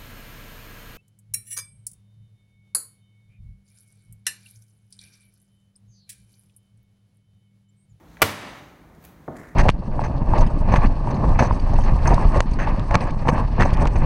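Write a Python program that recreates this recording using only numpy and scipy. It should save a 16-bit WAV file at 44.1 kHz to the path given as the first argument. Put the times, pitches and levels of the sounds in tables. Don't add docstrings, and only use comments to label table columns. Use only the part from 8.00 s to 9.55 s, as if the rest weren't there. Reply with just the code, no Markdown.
import sys
import numpy as np
from scipy import signal
from scipy.fft import rfft, irfft
from scipy.io import wavfile
from scipy.ndimage import uniform_filter1d, minimum_filter1d

SR = 44100
rng = np.random.default_rng(int(sys.argv[2]) if len(sys.argv) > 2 else 0)


def to_wav(s):
    ch = np.atleast_2d(s).T
    pcm = np.round(np.clip(ch, -1, 1) * 32767)
    wavfile.write(sys.argv[1], SR, pcm.astype(np.int16))


N = 68355
TIME = np.arange(N) / SR
BIN_HZ = np.arange(N // 2 + 1) * SR / N


def from_db(db):
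    return 10 ** (np.asarray(db) / 20)


def at_hz(points, hz):
    freqs, values = np.transpose(points)
    return np.interp(np.log(np.maximum(hz, 1)), np.log(freqs), values)


def coloured(spectrum):
    noise = irfft(rfft(rng.standard_normal(N)) * from_db(at_hz(spectrum, BIN_HZ)), N)
    return noise / noise.std()


def decay(t60_s, start_s=0):
    return from_db(-60 * np.maximum(TIME - start_s, 0) / t60_s) * (TIME >= start_s)


def delayed(sound, delay_s):
    return np.interp(TIME - delay_s, TIME, sound, left=0)


def ringing(modes):
    return sum((-1) ** k * from_db(db) * decay(t60_s) * np.sin(2 * np.pi * hz * TIME)
               for k, (hz, db, t60_s) in enumerate(modes))


def strikes(contacts, spectrum, burst_db, burst_t60_s, ring=0):
    out = np.zeros(N)
    for start_s, level_db, cutoff_hz in contacts:
        burst = from_db(burst_db) * coloured(spectrum) * decay(burst_t60_s)
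        lowpass = signal.butter(2, cutoff_hz, fs=SR, output="sos")
        hit = signal.sosfilt(lowpass, ring + burst + 1e-18)
        out += from_db(level_db) * delayed(hit, start_s)
    return out


def rub(spectrum, peak_s, level_db, rise_s, fall_s, grain_db):
    grain = uniform_filter1d(rng.standard_normal(N), size=160)
    swell_db = -60 * np.maximum((peak_s - TIME) / rise_s, (TIME - peak_s) / fall_s)
    return from_db(level_db + swell_db + grain_db * grain / grain.std()) * coloured(spectrum)


# freq_hz, relative_db
AIR_SPECTRUM = [(20, -22.5), (33, -13), (50, 0.5), (85, -7.5), (120, -9), (165, -1.5), (215, -8),
                (320, -9.5), (450, -16.5), (850, -17.5), (2300, -28.5), (2700, -37.5), (4000, -41.5),
                (8000, -44.5), (15500, -41.5)]

def room_air():
    return from_db(-50.5) * coloured(AIR_SPECTRUM)


# peak_s, level_db, rise_s, fall_s
ARM_MOVES = [(.13, -64, 0.81, 2.7), (.56, -58, .8, 0.89), (1.07, -66.5, .7, 0.43),
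             (1.279, -69.5, 0.81, 1.6)]
# freq_hz, relative_db
RUSTLE_SPECTRUM = [(1500, -6), (4000, 2.5), (5000, -7.5), (6300, 0), (8000, -11), (14000, -8.5)]

def arm_rustle():
    return sum(rub(RUSTLE_SPECTRUM, *move, grain_db=0.4) for move in ARM_MOVES)


# start_s, level_db, cutoff_hz
TICK_CONTACTS = [(.1700, -39, 2800), (.586, -51, 13900), (.949, -57.5, 15000), (1.049, -48.5, 12000),
                 (1.366, -44.5, 12100), (1.369, -47.5, 12000), (1.436, -39, 2000), (1.487, -53, 9000)]
# freq_hz, relative_db
TICK_SPECTRUM = [(300, -13.5), (1000, -5.5), (1400, 0), (1900, 4.5), (2900, -10.5), (7000, -9.5),
                 (15000, -9)]

def handling_ticks():
    return strikes(TICK_CONTACTS, TICK_SPECTRUM, burst_db=0, burst_t60_s=0.034)


# start_s, level_db, cutoff_hz
LANDING_CONTACTS = [(.1972, -32.5, 681), (.2055, -38, 500), (.2125, -34.5, 2500), (.2186, -1.5, 15000),
                    (.2212, -1, 15000), (.2235, -2.5, 2200), (.2262, -0.5, 15000), (.2305, -17, 6000)]
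# pitch_hz, level_db, t60_s
LANDING_MODES = [(312, -17, 0.23), (453, -25, 0.17), (614, -7.5, 0.06), (755, -26, 0.079), (910, -24, 0.21),
                 (1100, -7, .06), (1418, -11, 0.038), (1557, -18, .05), (2397, -9, 0.031), (2970, -24, .1),
                 (3444, -20.5, 0.04)]
# freq_hz, relative_db
CRACK_SPECTRUM = [(60, -18.5), (170, -8.5), (350, -1), (1000, 0.5), (2200, -2), (4000, -10.5),
                  (7500, -13.5), (10000, -12.5), (15000, -9.5)]

def object_landing():
    ring = ringing(LANDING_MODES)
    return strikes(LANDING_CONTACTS, CRACK_SPECTRUM, burst_db=2, burst_t60_s=0.029, ring=ring)


# pitch_hz, level_db, t60_s
TABLE_TOP_MODES = [(82, -21, 0.22), (101.2, -20, 0.4), (143, -22.5, .3), (206, -27, 0.61), (276, -29, 0.58),
                   (593, -31, 0.81), (917, -34, .5), (1814, -30.5, 0.59)]

def table_flex():
    return ringing(TABLE_TOP_MODES)


# freq_hz, t60_s
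ROOM_DECAY = [(100, 1), (500, 0.93), (2000, 0.9), (5000, 0.7), (9000, 0.56), (15000, .36)]
# freq_hz, gain_db
SLAP_WASH = [(60, 9.5), (120, 23), (300, 25), (480, 20.5), (640, 23.5), (1100, 24.5), (1500, 20.5),
             (2100, 21.5), (3000, 17.5), (5000, 12.5), (8000, 8.5), (15000, 10)]
# freq_hz, gain_db
HANDLING_REVERB = [(80, -7), (250, -4.5), (700, -4.5), (2000, -2), (6000, -8), (15000, -8)]

def room_response(spectrum, delay_s=0.014, early_db=-5, early_t60_s=0.21):
    white = rfft(rng.standard_normal(N))
    early = from_db(early_db) * decay(early_t60_s, delay_s)
    edges_hz = np.geomspace(40, 18000, 25)
    response = np.zeros(N)
    for low, high in zip(edges_hz, edges_hz[1:]):
        centre_hz = np.sqrt(low * high)
        envelope = early + decay(at_hz(ROOM_DECAY, centre_hz), delay_s)
        band = irfft(white * ((BIN_HZ >= low) & (BIN_HZ < high)), N)
        response += from_db(at_hz(spectrum, centre_hz)) * band * envelope / np.linalg.norm(envelope)
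    return response


# freq_hz, relative_db
BRUSH_SPECTRUM = [(400, -3), (1200, -4.5), (2600, -9), (5000, -16.5), (10000, -15), (14000, -7.5)]

def table_brush():
    return rub(BRUSH_SPECTRUM, peak_s=1.047, level_db=-49, rise_s=0.11, fall_s=0.22, grain_db=4)


# start_s, level_db, cutoff_hz
CASE_CONTACTS = [(1.2792, -19.5, 1190), (1.2815, -16.5, 850), (1.3045, -22.5, 338), (1.3225, -35, 905),
                 (1.338, -33, 450)]
# pitch_hz, level_db, t60_s
PLASTIC_MODES = [(87.3, -23, 0.13), (144.2, -15, 0.37), (235.4, -14.5, 0.31), (267, -13, 0.14),
                 (367, -11, 0.06), (461, -31, 0.19), (639, -13.5, 0.097), (750, -17.5, 0.033),
                 (1070, -10.5, 0.12)]
# freq_hz, relative_db
THUD_SPECTRUM = [(80, -8), (250, 4.5), (700, 5.5), (1500, -2), (2000, -9), (2600, -23), (6000, -29)]

def case_knocks():
    ring = ringing(PLASTIC_MODES)
    return strikes(CASE_CONTACTS, THUD_SPECTRUM, burst_db=-9.5, burst_t60_s=0.047, ring=ring)


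# freq_hz, relative_db
SLIDE_SPECTRUM = [(150, 10.5), (300, 11.5), (700, -4.5), (1400, 0.5), (2050, 0.5), (2900, -32), (7000, -19),
                  (15000, -27)]

def case_slide():
    return rub(SLIDE_SPECTRUM, peak_s=1.375, level_db=-43.5, rise_s=0.18, fall_s=0.65, grain_db=4)


def scene():
    hand = arm_rustle() + handling_ticks() + table_brush() + case_knocks() + case_slide()
    hand_reverb = signal.fftconvolve(hand, room_response(HANDLING_REVERB))[:N]
    landing = object_landing()
    boom_and_wash = delayed(table_flex() + room_response(SLAP_WASH), delay_s=0.2235)
    return (room_air() + landing + boom_and_wash + hand + hand_reverb)[None]


def record(dry):
    limit_db, hold_s, release_db_per_s = -7.5, 0.14, 51
    low_cut_hz, high_cut_hz, ceiling = 35, 15800, 0.84
    power = uniform_filter1d(dry[0] ** 2, size=260)
    level_db = 10 * np.log10(np.maximum(power, 1e-12))
    wanted_gain_db = np.minimum(limit_db - level_db, 0)
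    half_hold = int(hold_s * SR) // 2
    held_db = -minimum_filter1d(wanted_gain_db, 2 * half_hold + 1, origin=half_hold, mode="nearest")
    release_db = release_db_per_s * TIME
    duck_db = np.maximum.accumulate(held_db + release_db) - release_db
    low_cut = signal.butter(2, low_cut_hz, "high", fs=SR, output="sos")
    high_cut = signal.ellip(12, .1, 80, high_cut_hz, fs=SR, output="sos")
    ducked = signal.sosfilt(low_cut, dry * from_db(-duck_db))
    rounded = ceiling * np.tanh(ducked / ceiling)
    return signal.sosfilt(high_cut, rounded)


dry = scene()
out = record(dry)
to_wav(out)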